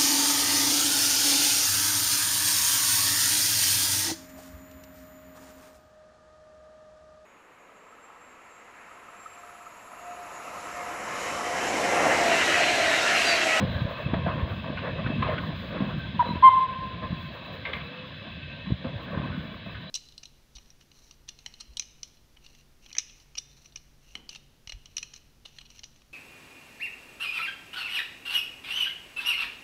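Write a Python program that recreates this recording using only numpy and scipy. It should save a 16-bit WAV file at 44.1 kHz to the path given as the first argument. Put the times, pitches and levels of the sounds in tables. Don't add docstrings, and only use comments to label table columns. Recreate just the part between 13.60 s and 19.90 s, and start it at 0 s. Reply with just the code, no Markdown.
import sys
import numpy as np
from scipy import signal
from scipy.fft import rfft, irfft, next_fast_len
from scipy.io import wavfile
from scipy.ndimage import uniform_filter1d, map_coordinates

SR = 44100
rng = np.random.default_rng(int(sys.argv[2]) if len(sys.argv) > 2 else 0)


def store_wav(level_fs):
    pcm = np.round(np.clip(np.atleast_2d(level_fs), -1, 1) * 32767)
    wavfile.write(sys.argv[1], SR, pcm.T.astype(np.int16))


N = 277814


def amp(db):
    return 10 ** (np.asarray(db) / 20)


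def unit(x):
    return x / np.sqrt(np.mean(x ** 2) + 1e-20)


def along(points, hz):
    f, v = np.transpose(points)
    return np.interp(np.log(hz + 1), np.log(f + 1), v)


def curves(rows):
    s, *cols = np.transpose(rows)
    return [np.interp(np.arange(N) / SR, s, c) for c in cols]


def wobble(rate):
    points = rng.standard_normal(int(N * rate / SR) + 4)
    return map_coordinates(points, [np.arange(N) * rate / SR])


def filtered(x, response):
    m = next_fast_len(len(x) + min(len(x), SR // 2))
    return irfft(rfft(x, m) * response(np.fft.rfftfreq(m, 1 / SR)), m)[:len(x)]


def rush(response, patchy_db):
    z = signal.stft(rng.standard_normal(N), nperseg=512)[2]
    field = uniform_filter1d(rng.standard_normal(z.shape), size=4, axis=0)
    field = uniform_filter1d(field, size=8, axis=1)
    noise = signal.istft(z * amp(patchy_db * unit(field)), nperseg=512)[1][:N]
    return unit(filtered(noise, response))


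def peak(f, hz, width_hz):
    return 1j * f * width_hz / (hz * hz - f * f + 1j * f * width_hz)


def add(track, s, sound):
    part = track[round(s * SR):][:len(sound)]
    part += sound[:len(part)]


# delay_s, strength (1 = as strong as the direct sound, in the bass)
GROUND = (0.001797, 0.16)


def ground(f):
    delay, strength = GROUND
    return 1 + strength * np.exp(-2j * np.pi * f * delay) / (1 + (f / 4000) ** 4)


# time_s, relative level_db
ROLL = [(0.0, -39), (0.35, -42), (0.65, -38.5), (1.02, -42), (1.45, -39.5), (1.59, -38), (1.65, -34),
        (1.91, -42), (2.68, -44), (2.88, -44), (3.35, -47.5), (3.53, -46), (4.28, -47.5), (4.38, -49),
        (4.7, -50), (5.02, -52.5), (5.63, -41), (6.11, -51), (6.3, -54)]
# frequency_hz, relative level_db
RUMBLE = [(100, -120), (250, -9.5), (390, -8.5), (500, -1), (650, 1), (800, -10.5), (1050, -1.5),
          (1350, -11), (1600, -8), (2400, -18.5), (4000, -53.5), (7000, -120)]


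def rumble():
    shudder_db, shudder_t60_s = -22, 0.19
    shudder_db_per_octave = -6
    lumps = amp(2.2 * wobble(25) + 1.5 * wobble(8))
    level = amp(curves(ROLL)[0] - 0.5)
    t = np.arange(SR // 4) / SR
    for s, db, hz, _ in CLANKS:
        shake_db = db + shudder_db + shudder_db_per_octave * np.log2(hz / 1000)
        add(level, s, amp(shake_db - 60 * t / shudder_t60_s) * (1 - np.exp(-t / 0.032)))
    return level * lumps * rush(lambda f: amp(along(RUMBLE, f)) * ground(f), patchy_db=2.5)


# time_s, relative level_db
STEAM = [(0.0, -46.5), (0.88, -51), (1.37, -49), (1.93, -49.5), (2.91, -50), (3.19, -51.5), (4.37, -51.5),
         (6.3, -53.5)]
# frequency_hz, relative level_db
HISS = [(200, -34.5), (400, -29.5), (600, -4.5), (820, -16), (1100, -23), (1600, 0), (2600, -3.5),
        (3400, 1), (4000, -2.5), (4500, -16.5), (5100, -18.5), (5400, -29), (5700, -38.5), (6100, -30),
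        (6500, -35.5), (7300, -39), (8000, -49.5), (16000, -47)]
# pitch_hz, resonance width_hz (used twice over, so narrower in sound),
# starting level_db relative to the hiss, drift in dB per second
LEAKS = [(1557, 47, -10.5, 0), (1832, 27, -21, 1.2), (2320, 89, -20.5, 1), (2601, 110, -5.5, -0.17),
         (2967, 110, -23, 1.5), (3190, 180, -13, -1), (3412, 45, -15.5, 1), (3962, 130, -16.5, 0.73),
         (4446, 100, -29.5, 0.8), (4944, 150, -30.5, 0.6)]


def steam():
    waver_db = 3.5
    hiss = rush(lambda f: amp(along(HISS, f)) * ground(f), patchy_db=1.0)
    for hz, width_hz, db, drift_db in LEAKS:
        leak_db = db + drift_db * np.arange(N) / SR + waver_db * wobble(7)
        hiss = hiss + amp(leak_db) * rush(lambda f: peak(f, hz, width_hz) ** 2, patchy_db=1.5)
    return amp(curves(STEAM)[0] + 3.5) * hiss


# start_s, body level_db, bright edge level_db, rise_s,
# t60_s (time to fall by 60 dB)
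CHUFFS = [(0.0, -37, -45, 0.005, 0.35), (0.534, -33, -39, 0.006, 0.2), (0.658, -32, -43, 0.022, 0.27),
          (1.165, -43, -31, 0.01, 0.2), (1.62, -42, -37, 0.0055, 0.49), (2.16, -36, -42, 0.012, 0.2),
          (2.203, -39, -54, 0.005, 0.3), (2.285, -35, -48, 0.012, 0.24), (4.05, -60, -37, 0.0023, 0.35),
          (4.131, -61, -39.5, 0.002, 0.58), (5.244, -48, -48, 0.0053, 0.34),
          (5.39, -41.5, -51, 0.022, 0.23), (5.55, -38.5, -45, 0.04, 0.75)]
# frequency_hz, relative level_db
EXHAUST = [(150, -120), (300, -2), (420, -10.5), (600, -4), (820, -11), (1100, -5), (1350, -15.5),
           (1600, -16), (2400, -26), (5000, -120)]
# frequency_hz, relative level_db
EDGE = [(400, -120), (800, -12.5), (1100, 3.5), (1350, -3.5), (1700, 0), (2300, 2.5), (2900, -3.5),
        (3700, -6.5), (4500, -17.5), (5500, -40), (8000, -120)]


def exhaust():
    body, edge, t = np.zeros(N), np.zeros(N), np.arange(SR // 2) / SR
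    for s, body_db, edge_db, rise, t60 in CHUFFS:
        puff = amp(-60 * t / max(t60, .02)) * np.minimum(t / max(rise, .001), 1)
        add(body, s, amp(body_db) * puff)
        add(edge, s, amp(edge_db) * puff)
    torn = amp(3.0 * wobble(90))
    body_noise = unit(torn * rush(lambda f: amp(along(EXHAUST, f)), patchy_db=0.0))
    edge_noise = unit(torn * rush(lambda f: amp(along(EDGE, f)), patchy_db=0.0))
    return body * body_noise + edge * edge_noise


# time_s, relative boom level_db, relative low engine rumble level_db
LOW_LEVELS = [(0.0, -37, -31), (0.33, -46.5, -43), (0.54, -44, -36.5), (0.68, -38.5, -34.5),
              (1.12, -47, -40.5), (1.67, -42.5, -33), (2.02, -47, -39.5), (2.26, -44.5, -35),
              (3.05, -53, -47), (3.61, -46, -38.5), (3.79, -54.5, -47), (4.18, -52, -44),
              (4.33, -59, -45.5), (4.61, -54, -48), (4.74, -52.5, -46.5), (5.3, -55, -43.5),
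              (5.72, -44, -35.5), (5.91, -54.5, -45), (6.19, -47.5, -45), (6.3, -64, -50)]
# frequency_hz, relative level_db
BOOM = [(20, -43.5), (40, -10), (65, -1.5), (110, -1), (150, -16.5), (250, -37.5), (500, -120)]
# frequency_hz, relative level_db
LOW_RUMBLE = [(50, -120), (100, -15), (140, 2), (210, -3), (290, -11.5), (380, -19), (900, -120)]
# time_s (before a small shift), level_db, pitch_hz,
# length of the fade in cycles
THUMPS = [(0.024, -14.5, 166, 0.7), (0.154, -19, 87, 2.6), (0.215, -13.5, 130, 2.3),
          (0.25, -10.5, 90, 0.15), (0.46, -14, 121, 0.87), (0.5319, -10.5, 196, 0.52),
          (0.578, -24.5, 76, 0.75), (0.667, -16.5, 171, 3.7), (0.828, -12.5, 74.6, 1.2),
          (1.099, -16.5, 170, 0.27), (1.446, -21, 130, 1.3), (1.462, -12.5, 135, 0.4),
          (1.499, -16.5, 234, 1.4), (1.591, -23, 110, 0.9), (1.659, -18, 119, 0.79), (1.702, -25, 120, 0.8),
          (1.734, -23, 90.4, 0.85), (2.203, -14.5, 212, 2.1), (2.218, -15.5, 187, 3.6),
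          (2.238, -23, 171, 4.1), (2.337, -20.5, 160, 3.9), (2.377, -21, 129, 2.4), (2.688, -18.5, 201, 1),
          (2.706, -16.5, 174, 1.7), (2.732, -17.5, 149, 0.77), (2.754, -18, 202.5, 0.39),
          (2.767, -22, 84, 2.1), (3.503, -23.5, 161, 0.7), (3.526, -16, 132, 0.21), (5.067, -28, 186, 21),
          (5.102, -13, 152, 0.11), (5.119, -6.5, 117, 0.39), (5.137, -21, 91, 1.2), (5.247, -22.5, 238, 5),
          (5.268, -23, 98, 1.6), (5.356, -22.5, 97, 1.4), (6.068, -28, 168, 1.3), (5.506, -28, 172, 3.1),
          (5.558, -25.5, 67.3, 1.1), (5.571, -16, 167, 0.65), (5.597, -18.5, 161, 0.8),
          (5.696, -29, 111, 0.84), (5.775, -22.5, 166, 2.1)]


def wind_and_low_rumble():
    boom_db, low_rumble_db = curves(LOW_LEVELS)
    lumps = amp(1.0 * wobble(22) + .8 * wobble(6))
    boom = unit(lumps * rush(lambda f: amp(along(BOOM, f)), patchy_db=1.0))
    low_rumble = unit(lumps * rush(lambda f: amp(along(LOW_RUMBLE, f)), patchy_db=-2.0))
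    out = amp(boom_db + 9.0) * boom + amp(low_rumble_db + 2.0) * low_rumble
    for s, db, hz, cycles in THUMPS:
        u = np.arange(-1.5, 4 * cycles, hz / SR)
        swell = np.where(u < 0, np.exp(-(u / .42) ** 2), np.exp(-2 * u / cycles))
        add(out, max(s + 0.0047 - 1.48 / hz, 0), -amp(db) * swell * np.sin(2 * np.pi * u))
    return out


# time_s, relative level_db
FIZZ = [(0.0, -74.5), (0.33, -79.5), (0.42, -70.5), (0.49, -89.5), (0.98, -76.5), (1.07, -86), (2.33, -80),
        (2.54, -90.5), (2.61, -78.5), (3.33, -91), (3.55, -83.5), (3.75, -72.5), (3.95, -79), (4.88, -92.5),
        (5.9, -81.5), (6.3, -87.5)]
# frequency_hz, relative level_db
TOP = [(4000, -120), (5500, -12), (7000, -12), (8000, -22), (10500, -20), (11500, -15), (12500, -20),
       (14000, -12), (15300, 0), (15800, 0), (16500, -120)]


def fizz():
    noise = rush(lambda f: amp(along(TOP, f)), patchy_db=1.5)
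    flicker = amp(3.2 * wobble(31) + 1.9 * wobble(7.7))
    return amp(curves(FIZZ)[0] + 5.5) * unit(flicker * noise)


# time_s (the blow starts up to 2 ms earlier), relative level_db,
# centre pitch_hz, t60_s (time to fall by 60 dB)
CLANKS = [(0.004, -20.5, 460, 0.13), (0.024, -24.5, 577, 0.26), (0.049, -27.5, 555, 0.061),
          (0.539, -15, 670, 0.08), (0.661, -18, 694, 0.18), (0.667, -15, 520, 0.039),
          (0.677, -19.5, 800, 0.067), (0.69, -22.5, 1100, 0.06), (0.779, -21.5, 519, 0.07),
          (1.044, -22.5, 1030, 0.05), (1.078, -25, 585, 0.15), (1.175, -26, 1500, 0.1),
          (1.219, -23.5, 624, 0.074), (1.385, -25, 560, 0.038), (1.463, -20, 1500, 0.056),
          (1.473, -17.5, 1700, 0.031), (1.523, -37, 656, 0.082), (1.622, -32, 2320, 0.12),
          (1.625, -10, 1070, 0.081), (1.645, -26.5, 1290, 0.078), (1.659, -19, 1020, 0.13),
          (1.679, -23, 2300, 0.095), (1.703, -23.5, 1030, 0.12), (1.727, -27.5, 1510, 0.06),
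          (1.78, -16, 1510, 0.057), (1.784, -25.5, 2800, 0.029), (1.837, -23.5, 1090, 0.084),
          (2.145, -26.5, 480, 0.43), (2.171, -18.5, 650, 0.028), (2.203, -25, 1040, 0.081),
          (2.292, -28.5, 1100, 0.072), (2.625, -17.5, 689, 0.042), (2.655, -27, 584, 0.19),
          (3.42, -32, 540, 0.32), (3.79, -31.5, 520, 0.096), (4.053, -25.5, 3900, 0.02),
          (4.054, -18, 2100, 0.13), (4.066, -27.5, 2110, 0.092), (4.08, -31.5, 520, 0.33),
          (4.133, -24.5, 4000, 0.04), (4.135, -17, 2150, 0.05), (4.149, -29.5, 2060, 0.19),
          (4.66, -41, 600, 0.065), (5.059, -31, 1036, 0.086), (5.244, -24, 540, 0.15),
          (5.398, -39, 1113, 0.28), (5.53, -31, 520, 0.32), (5.574, -27, 990, 0.091),
          (5.633, -28.5, 1030, 0.12), (5.718, -29.5, 1470, 0.38), (6.063, -25, 664, 0.038),
          (6.147, -28.5, 1630, 0.16)]
# pitch_hz, relative level_db
IRON = [(520, 6.5), (680, 6), (1060, 0.5), (1240, 5), (1490, -5.5), (1830, -3.5), (2100, 2.5), (2190, -4.5),
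        (2350, -11), (2950, -3.5), (3900, 3)]


def clanks():
    spread = 0.18
    grit_db, grit_per_s = 2.5, 400
    crack_db, crack_t60_s = -7.5, .07
    ring_share = .9
    out, t = np.zeros(N), np.arange(SR // 4) / SR
    air = lambda f: amp(along(HISS, np.maximum(f, 1600)))
    for s, db, hz, t60 in CLANKS:
        near = lambda f: peak(f, hz, spread * hz)
        ring = 0
        for f, level in IRON:
            strength = amp(level + rng.normal(0, 1.7)) * abs(near(f)) ** 3
            ring = ring + strength * np.sin(2 * np.pi * f * t + rng.uniform(0, 2 * np.pi))
        grit = np.interp(t * grit_per_s, np.arange(len(t)), rng.standard_normal(len(t)))
        chatter = amp(grit_db * grit)
        rattle = filtered(chatter * rng.standard_normal(len(t)), lambda f: near(f) * ground(f) * air(f))
        crack_colour = lambda f: peak(f, 900 + .8 * hz, 900 + hz) ** 3 * air(f) ** .8
        crack = unit(filtered(chatter * rng.standard_normal(len(t)), crack_colour))
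        crack = crack * amp(crack_db - 60 * t / crack_t60_s) * (1 - np.exp(-t / 0.0011))
        fade = amp(-60 * t / max(t60, .01)) * (1 - np.exp(-t / 0.002))
        blow = fade * (ring_share * unit(ring) + unit(rattle)) + crack
        add(out, max(s - .002, 0), amp(db - 12.0) * blow)
    return out


# delay_s, relative level_db, brightness in dB per octave
ECHOES = [(.0312, -18.5, 0), (.0477, -12.5, 8), (.0719, -19, 0), (.1052, -12, -2), (.1116, -25, 0),
          (.1551, -20.5, 0), (.1733, -19.5, 0), (.248, -24, -1), (.286, -32, -1), (.31, -26.5, -1),
          (.324, -32.5, -1), (.3663, -26.5, -1), (.4247, -32.5, -1), (.4585, -35.5, -1), (.5385, -37, -2),
          (.5923, -33, -2), (.6728, -39, -2), (.73, -40, -2), (.8164, -42, -2)]
# frequency_hz, t60_s (time to fall by 60 dB)
YARD = [(150, .5), (1000, 0.78), (3000, 0.91), (8000, 3.2)]


def yard(x, echo_db, tail_db):
    shimmer_db, shimmer_per_s = 1.1, 70
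    hz, t, z = signal.stft(rng.standard_normal(int(1.5 * SR)), SR, nperseg=256)
    tail = signal.istft(z * amp(-60 * t / along(YARD, hz)[:, None]), SR, nperseg=256)[1]
    tail = np.pad(tail / np.linalg.norm(tail), (round(.24 * SR), 0))

    def echoes(f):
        octaves = np.log2(np.clip(f, 500, 2300) / 1050)
        total = sum(amp(db + tilt_db * octaves) * np.exp(-2j * np.pi * f * s) for s, db, tilt_db in ECHOES)
        return total / (1 + (f / 3000) ** 5)

    echo = amp(echo_db + shimmer_db * wobble(shimmer_per_s)) * filtered(x, echoes)
    return x + echo + amp(tail_db) * signal.fftconvolve(x, tail)[:N]


def blown(rows, overtones, breath_db):
    full_db = -7
    chiff, chiff_s = 3, 0.013
    out = np.zeros(N)
    s, hz, db = np.transpose(rows)
    t = np.arange(s[0], s[-1], 1 / SR)
    phase = 2 * np.pi * np.cumsum(np.interp(t, s, hz)) / SR
    size = amp(np.interp(t, s, db) + 0.17 * wobble(180)[:len(t)])
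    size = uniform_filter1d(size, size=90) * signal.windows.tukey(len(t), .08)
    upper = sum(amp(level) * np.sin(k * phase) for k, level in overtones)
    tone = np.sin(phase) + size / amp(full_db + 3) * upper
    breath_colour = lambda f: peak(f, 1140, 750) ** 2 / (1 + (f / 4000) ** 6)
    breath = unit(filtered(rng.standard_normal(len(t)), breath_colour))
    breath = breath * (1 + chiff * np.exp(-(t - s[0]) / chiff_s))
    add(out, s[0], size * (np.sqrt(2) * tone + amp(breath_db) * breath))
    return out


# start_s, rise_s, hold_s, fall_s, pitch_hz (before going flat),
# sag in Hz per second, highest level_db, breath_db relative to the tone, echo level_db of the yard
TOOTS = [(2.5918, 0.0064, 0.004, 0.0286, 997, 1075, -16, -24, -3.5),
         (2.823, .0226, .0389, 0.013, 1058, 218, -7, -34, 0)]
# multiple of the pitch, relative level_db (scaled by pressure)
OVERTONES = [(2, -22), (3, -26.5), (4, -43)]


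def whistle():
    flat_hz_per_db, flattest_hz = 6, 73
    swell_db = 3.4
    out = 0
    for s, rise, hold, fall, hz, sag_hz, db, breath_db, answer_db in TOOTS:
        length = rise + hold + fall
        t = np.arange(0, length, .001)
        valve = np.clip(np.minimum(t / rise, (length - t) / fall), .03, 1)
        arch_db = swell_db * (np.sin(np.pi * t / t[-1]) - 1)
        level_db = db + 20 * np.log10(np.sin(np.pi / 2 * valve)) + arch_db
        flat_hz = flattest_hz * np.tanh(flat_hz_per_db * (db - level_db) / flattest_hz)
        rows = np.transpose([s + t, hz - flat_hz - sag_hz * t, level_db])
        toot = blown(rows, OVERTONES, breath_db=breath_db)
        out = out + yard(toot, echo_db=answer_db, tail_db=answer_db - 25)
    return out


# time_s, pitch_hz, level_db
HUM = [(4.2, 492, -69), (4.25, 469, -50.5), (4.3, 490, -53), (4.36, 509, -49), (4.46, 507, -49),
       (4.49, 503, -61)]


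def far_tone():
    return blown(HUM, [], breath_db=-2.5)


def scene():
    iron = yard(clanks(), echo_db=-14, tail_db=-19)
    engine = rumble() + steam() + exhaust()
    return (engine + wind_and_low_rumble() + fizz() + iron + whistle() + far_tone())[None]


def record(dry):
    bass_hz, top_hz = 55, 15720
    return filtered(dry[0], lambda hz: (1j * hz / (bass_hz + 1j * hz)) ** 2 * (hz < top_hz))[None]


dry = scene()
out = record(dry)
store_wav(out)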